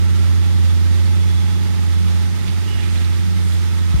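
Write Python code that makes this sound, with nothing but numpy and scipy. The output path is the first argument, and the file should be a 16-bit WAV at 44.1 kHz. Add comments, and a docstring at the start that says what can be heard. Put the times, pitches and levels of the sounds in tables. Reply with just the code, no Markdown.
"""Inside a parked sports car. From the start its V8 idles with a deep, slightly unsteady boom, while
machinery whirrs and air hisses from the vents. Just past halfway the idle rises and settles with a deep
shudder, and something rustles, squeaks and ticks softly as the hand-held microphone turns. Near the end
the microphone takes a dull bump. Throughout, the engine's bass swings nearly opposite ways in the left
and right channels."""
import sys
import numpy as np
from scipy import signal
from scipy.fft import rfft, irfft
from scipy.io import wavfile

SR = 44100
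rng = np.random.default_rng(int(sys.argv[2]) if len(sys.argv) > 2 else 0)


def unload_audio(sound):
    """Save the sound as a 16-bit wav file, at the path given as the first command line argument."""
    columns = np.transpose(np.atleast_2d(sound))
    # keep every value between -1 and 1, then stretch to whole-number steps
    steps = np.round(np.clip(columns, -1, 1) * 32767)
    wavfile.write(sys.argv[1], SR, steps.astype(np.int16))


N = 176400

# idle speed; the cabin booms more as it sinks: t/s, firing rate/Hz, boost of the firing tone/dB
IDLE_SPEED = [(0, 90.3, .8), (.37, 89.8, 1), (.5, 91.15, 0.5), (.65, 89.9, 1.6), (.95, 89.75, 1),
              (1.14, 91.4, 0.2), (1.37, 89.95, 0), (1.45, 91.46, -0.5), (1.74, 92, -3), (1.86, 89, -1.2),
              (2.03, 88.7, -0.8), (2.22, 89.4, -1.2), (2.44, 95.56, -7), (2.56, 91.57, -2.5),
              (2.66, 94.2, -4.9), (2.84, 92.55, -4), (2.97, 88.7, -2.2), (3.09, 90.5, -1.2),
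              (3.23, 91.2, -3), (3.6, 89.35, -1.6), (3.77, 90.34, -1.8), (3.93, 89.2, -1), (4.0, 89.5, -2)]
# engine tones: multiple of the engine cycle, left base level/dB, right base level/dB
ENGINE_TONES = [(4, -33, -33), (5, -42, -42), (6, -40, -39), (8, -16, -12), (9, -41, -38), (10, -38, -35),
                (12, -44, -42), (13, -52, -49), (14, -38, -35.5), (17, -48, -45), (18, -41.5, -36),
                (20, -42.5, -37.5), (22, -49, -45.5), (23, -55, -52), (24, -45, -44), (26, -58, -55),
                (28, -42.5, -41), (30, -54, -48), (31, -53, -47.5), (32, -59, -47.5), (34, -50, -51),
                (36, -58, -49.5), (40, -62, -57), (48, -66, -54), (52, -69, -59)]
# the tone an octave above the firing tone: t/s, left level/dB, right level/dB
OCTAVE_LEVELS = [(0, -28.5, -38), (.4, -32, -45), (.55, -28, -34), (.7, -32, -32.5), (.93, -32.5, -28.5),
                 (1.08, -34, -52), (1.2, -27, -30), (1.4, -30, -39), (1.5, -28.5, -36),
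                 (1.83, -26.5, -26.5), (1.92, -36, -31.5), (2.03, -22.5, -22), (2.2, -27.5, -27.5),
                 (2.28, -30, -37.5), (2.58, -33.5, -29.5), (2.8, -36, -54), (2.91, -29, -27),
                 (3.16, -33, -36), (3.28, -24, -24.5), (3.68, -31, -35.5), (3.9, -28.5, -28),
                 (4.0, -27, -27)]
# how far the left channel's bass is shifted against the right: f/Hz, phase/rad
BASS_PHASE = [(45, 3), (68, 3.05), (90, 2.713), (160, 2.77), (185, 2.806), (240, 2.53), (320, 2.55),
              (400, 2.41)]
# engine and body rumble: f/Hz, base level/dB per Hz
RUMBLE_SPECTRUM = [(10, -85), (30, -83), (52, -59), (75, -60), (125, -79), (190, -56), (280, -70.5),
                   (370, -66.5), (500, -78.5), (900, -105)]
# swells of deep shudder: t/s, half length/s, f/Hz, right level/dB
SHUDDER_SWELLS = [(2.45, .08, 48.3, -27), (2.78, 0.099, 53.2, -19), (2.95, 0.07, 43, -20)]
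# soft rustles: t/s, half length/s, centre f/Hz, width/octaves, left base level/dB, right base level/dB
RUSTLE_STROKES = [(2.493, 0.024, 2800, 0.5, -55, -40), (2.82, 0.04, 2920, 0.5, -49, -40.5),
                  (2.888, 0.29, 2200, 0.52, -53, -38.5), (2.913, 0.2, 7460, 0.3, -49.5, -51),
                  (3.49, 0.08, 8390, 0.33, -45.5, -47), (3.54, 0.03, 13500, 0.25, -56, -51)]
# faint squeaks: t/s, half length/s, f/Hz, right base level/dB
SQUEAK_SLIPS = [(2.685, .014, 2870, -34.5), (2.715, 0.02, 2940, -35), (2.742, .018, 2870, -35),
                (2.805, .03, 2830, -41), (2.835, .018, 3370, -39), (2.84, .018, 2400, -37)]
# faint ticks: t/s, centre f/Hz, width/octaves, decay/s, right level/dB
TICK_HITS = [(1.056, 4370, .09, 0.0047, -29), (2.4455, 7498, .3, .0015, -32), (2.476, 3250, .1, .003, -29),
             (2.479, 2600, .3, .002, -25), (2.4826, 3100, 0.47, .002, -25),
             (2.4885, 4080, 0.16, .0015, -27.5), (2.492, 4020, .3, 0.0016, -26),
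             (2.501, 3000, .3, 0.0033, -31), (2.975, 4000, .06, 0.0054, -29), (3.047, 4100, .25, .003, -28),
             (3.522, 3500, 0.36, .003, -28)]
# soft thuds of the hand: t/s, level/dB
HAND_THUDS = [(2.485, -31.5), (2.88, -39), (3.045, -40)]
# the machinery's two resonances: t/s, right whirr level/dB, right ring level/dB
MACHINE_LEVELS = [(0, -49, -54), (.6, -49.5, -46), (.85, -51, -48), (1.42, -44.5, -42.5), (1.7, -44.5, -50),
                  (2.05, -49, -45), (2.3, -47.5, -53), (3.08, -49, -45.5), (3.3, -52, -53), (4.0, -59, -47)]
# air from the vents: f/Hz, left base level/dB per Hz, right base level/dB per Hz
AIR_SPECTRUM = [(199, -95, -66.5), (533, -79, -72), (695, -79, -71.5), (1120, -81.5, -70.5),
                (1580, -82, -70.5), (2580, -84, -72.5), (3200, -85.5, -72), (3640, -83.5, -71),
                (4350, -81, -75), (4640, -78.5, -74), (6020, -77, -82), (7460, -83, -84.5),
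                (9300, -80.5, -87.5), (10030, -85.5, -83), (11170, -98, -85.5), (14900, -111, -87.5)]
# pitches at which the air ducts ring: f/Hz, width/Hz, left boost/dB, right boost/dB
DUCT_PEAKS = [(874, 154, 3.5, 3), (1290, 63, 3.5, 4), (1864, 79, 0.5, 4), (2136, 170, 0, 3.5),
              (2740, 57, 5, 2), (14680, 60, 0, 1)]
# faint whistles: t/s, half length/s, f/Hz, width/Hz, right level/dB
WHISTLE_SWELLS = [(0.195, 0.24, 1380, 71.2, -45.5), (0.6, 1.0, 570.6, 80, -51),
                  (3.94, 0.095, 1291, 45.2, -44)]

CYLINDERS = 8
SPEED_JITTER, BOOM_WAVER_DB, TONE_WAVER, WAVER_HZ = .002, 0.37, 0.185, 4.4
# overtones and rumble weaken as the microphone turns away
OVERTONE_START_DB, OVERTONE_FADE_DB_PER_S, RUMBLE_FADE_DB_PER_S = 1, 0.57, 0.4
RUMBLE_APART, RUMBLE_APART_HZ = 0.51, 198  # the channels grow less alike as the pitch goes up
BUMP_AT_S, BUMP_SAG_S, BUMP_PEAK_S = 3.942, 0.0051, 0.008
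BUMP_START_HZ, BUMP_END_HZ, BUMP_GAIN = 190, 60, 0.63
AIR_SHARED, AIR_LEFT_LEAD_S = 0.17, 0.000556  # a little air noise reaches both channels, the left first
CABIN_RIPPLE_DB, CABIN_RIPPLE_HZ = 1.63, 30.07  # size and spacing of the cabin's random peaks and dips


def engine():
    """Firing cylinders make a deep tone and its octave; their unevenness adds weaker, wavering tones."""
    firing_hz, boom_db = curves(IDLE_SPEED)
    unsteady_hz = firing_hz * (1 + SPEED_JITTER * drift(rate_hz=17.5).real)
    cycle_angle = 2 * np.pi * np.cumsum(unsteady_hz) / SR / CYLINDERS  # each cylinder fires once a cycle
    boom = amp(boom_db + BOOM_WAVER_DB * drift(WAVER_HZ).real)
    main_gains = {CYLINDERS: boom, 2 * CYLINDERS: 1}
    overtone_fade = amp(OVERTONE_START_DB - OVERTONE_FADE_DB_PER_S * clock())
    octave = (2 * CYLINDERS, *curves(OCTAVE_LEVELS))
    out = np.zeros((2, N))
    for multiple, left_db, right_db in ENGINE_TONES + [octave]:
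        waver = 1 + TONE_WAVER * drift(WAVER_HZ).real
        gain = main_gains.get(multiple, overtone_fade * waver)
        tone = np.sqrt(2) * gain * np.exp(1j * (multiple * cycle_angle + 2 * np.pi * rng.random()))
        left = tone * left_shift(multiple * firing_hz.mean() / CYLINDERS)
        out += [amp(left_db) * left.real, amp(right_db) * tone.real]
    return out


def rumble(left_db=-3.5):
    """Uneven low engine noise fills the cabin; both channels share its deepest part."""
    shared, own = rfft(rng.standard_normal((2, N))) * density(*np.transpose(RUMBLE_SPECTRUM))
    apart = np.clip(RUMBLE_APART * (bins() / RUMBLE_APART_HZ) ** 2, 0, 1)
    left = amp(left_db) * (np.sqrt(1 - apart ** 2) * shared * left_shift(bins()) + apart * own)
    fade = amp(RUMBLE_FADE_DB_PER_S * (clock().mean() - clock()))
    return irfft(np.array([left, shared]), N) * fade


def shudder(left_db=-2):
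    """Deep swells while the idle rises and settles, swinging opposite ways left and right."""
    swells = sum(swell(*row) for row in SHUDDER_SWELLS)
    return np.array([-amp(left_db) * swells, swells])


def bump(right_db=-19):
    """A dull knock beside the left microphone; its pitch drops as the push relaxes."""
    age = np.maximum(clock() - BUMP_AT_S, 0)
    hz = BUMP_END_HZ + (BUMP_START_HZ - BUMP_END_HZ) * np.exp(-age / BUMP_SAG_S)
    push = age / BUMP_PEAK_S * np.exp(1 - age / BUMP_PEAK_S)
    knock = -BUMP_GAIN * push * np.sin(2 * np.pi * np.cumsum(hz * (age > 0)) / SR)
    return np.array([knock, amp(right_db) * knock])


def rustles(grain_db=2.2):
    """Grainy brushing sounds that swell and fade."""
    out = np.zeros((2, N))
    grain = amp(grain_db * drift(rate_hz=600).real)
    for at_s, half_s, hz, octaves, *sides_db in RUSTLE_STROKES:
        stroke = hump(at_s, half_s) * grain
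        out += [amp(db) * stroke * band(hz, octaves) for db in sides_db]
    return out


def squeaks(pitch_jitter=.01, rough_db=3, left_db=-13):
    """Something sticks and slips under the hand, making short, slightly rough tones."""
    out = np.zeros(N)
    for at_s, half_s, hz, db in SQUEAK_SLIPS:
        slip = drift(rate_hz=180)
        cycles = np.cumsum(hz * (1 + pitch_jitter * slip.real)) / SR
        out += amp(db + rough_db * slip.imag) * hump(at_s, half_s) * np.sin(2 * np.pi * cycles)
    return np.array([amp(left_db) * out, out])


def ticks(left_db=-11):
    """Tiny ticks, some dry and some briefly ringing, that die within milliseconds."""
    out = np.zeros((2, N))
    for at_s, hz, octaves, decay_s, db in TICK_HITS:
        age = clock() - at_s
        fade = amp(db) * (age > 0) * np.exp(-abs(age) / decay_s)
        out += [amp(left_db) * fade * band(hz, octaves), fade * band(hz, octaves)]
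    return out


def thuds():
    """Muffled nudges of the hand, the same in both channels."""
    return sum(swell(at_s, half_s=0.042, hz=191, db=db) for at_s, db in HAND_THUDS)


def machinery(left_db=-9.5):
    """Running machinery makes a mid-pitched whirr and a thin metallic ring, each swelling and fading."""
    whirr_db, ring_db = curves(MACHINE_LEVELS)
    out = []
    for side_db in (left_db, 0):
        whirr = amp(whirr_db) * fuzzy_tone(hz=838.5, width_hz=53)
        ring = amp(ring_db) * fuzzy_tone(hz=3410, width_hz=79)
        out.append(amp(side_db) * (whirr + ring))
    return np.array(out)


def vents(flutter_db=0.61):
    """Swirling air hisses; the ducts and the cabin make some pitches louder than others."""
    hz, *sides_db = np.transpose(AIR_SPECTRUM)
    shared, *own = rfft(rng.standard_normal((3, N)))
    ripple_hz = np.arange(4096) * CABIN_RIPPLE_HZ
    out = []
    for side, (db, lead_s) in enumerate(zip(sides_db, (AIR_LEFT_LEAD_S, 0))):
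        ducts_db = sum(boosts[side] * np.exp(-((bins() - f) / width) ** 2)
                       for f, width, *boosts in DUCT_PEAKS)
        ripple_db = CABIN_RIPPLE_DB * np.interp(bins(), ripple_hz, rng.standard_normal(len(ripple_hz)))
        arriving = shared * np.exp(2j * np.pi * bins() * lead_s)
        air = np.sqrt(AIR_SHARED) * arriving + np.sqrt(1 - AIR_SHARED) * own[side]
        out.append(irfft(air * density(hz, db) * amp(ducts_db + ripple_db), N))
    return np.array(out) * amp(flutter_db * drift(rate_hz=25).real)


def whistles(left_db=-14):
    """Faint, fuzzy tones that rise out of the hiss and sink back."""
    out = np.zeros(N)
    for at_s, half_s, hz, width_hz, db in WHISTLE_SWELLS:
        tone = drift(width_hz) * np.exp(2j * np.pi * (hz - width_hz / 2) * clock())
        out += amp(db) * hump(at_s, half_s) * tone.real
    return np.array([amp(left_db) * out, out])


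def amp(db):
    """Turns decibels into a gain to multiply by."""
    return 10 ** (np.asarray(db) / 20)


def clock():
    """The time of every sample in seconds."""
    return np.arange(N) / SR


def bins():
    """The frequency of every slot in the spectrum, in Hz."""
    return np.fft.rfftfreq(N, 1 / SR) + 1e-3


def curves(table):
    """Joins a table's points in time with straight lines, one curve for each value column."""
    times, *columns = np.transpose(table)
    return [np.interp(clock(), times, column) for column in columns]


def hump(at_s, half_s):
    """A smooth rise and fall that reaches 1 at at_s."""
    return np.exp(-((clock() - at_s) / half_s) ** 2)


def swell(at_s, half_s, hz, db):
    """A low tone that swells and fades."""
    return amp(db) * hump(at_s, half_s) * np.sin(2 * np.pi * (hz * clock() + rng.random()))


def left_shift(hz):
    """Shifts the left channel's wave by nearly half a cycle against the right."""
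    return np.exp(1j * np.interp(hz, *np.transpose(BASS_PHASE)))


def density(hz, db):
    """The gains that give white noise these levels per Hz."""
    return amp(np.interp(np.log(bins()), np.log(hz), db)) * np.sqrt(SR / 2)


def noise(gain):
    """Noise with the given gain at each frequency, as complex numbers."""
    return signal.hilbert(irfft(rfft(rng.standard_normal(N)) * gain, N))


def drift(rate_hz):
    """A random wobble up to about rate_hz; its real and imaginary parts have a typical size (rms) of 1."""
    wobble = noise(np.exp(-(bins() / rate_hz) ** 2))
    return wobble / wobble.real.std()


def band(centre_hz, octaves):
    """Hiss around one pitch, with a typical size of 1."""
    hiss = noise(np.exp(-.5 * (np.log2(bins() / centre_hz) / octaves) ** 2)).real
    return hiss / hiss.std()


def fuzzy_tone(hz, width_hz):
    """Noise so narrow that it rings like a tone, with a typical size of 1."""
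    tone = noise(np.exp(-((bins() - hz) / width_hz) ** 2)).real
    return tone / tone.std()


def scene():
    """Adds up the engine, the air and the small handling sounds as left and right channels."""
    car = engine() + machinery() + rumble() + shudder() + vents() + whistles()
    return car + rustles() + squeaks() + ticks() + thuds() + bump()


def record(dry):
    """Cuts off the very highest treble."""
    cutoff_hz = 15500
    low_pass = signal.firwin(511, cutoff_hz, window=("kaiser", 9), fs=SR)
    return signal.oaconvolve(dry, low_pass[None], "same")


dry = scene()
out = record(dry)
unload_audio(out)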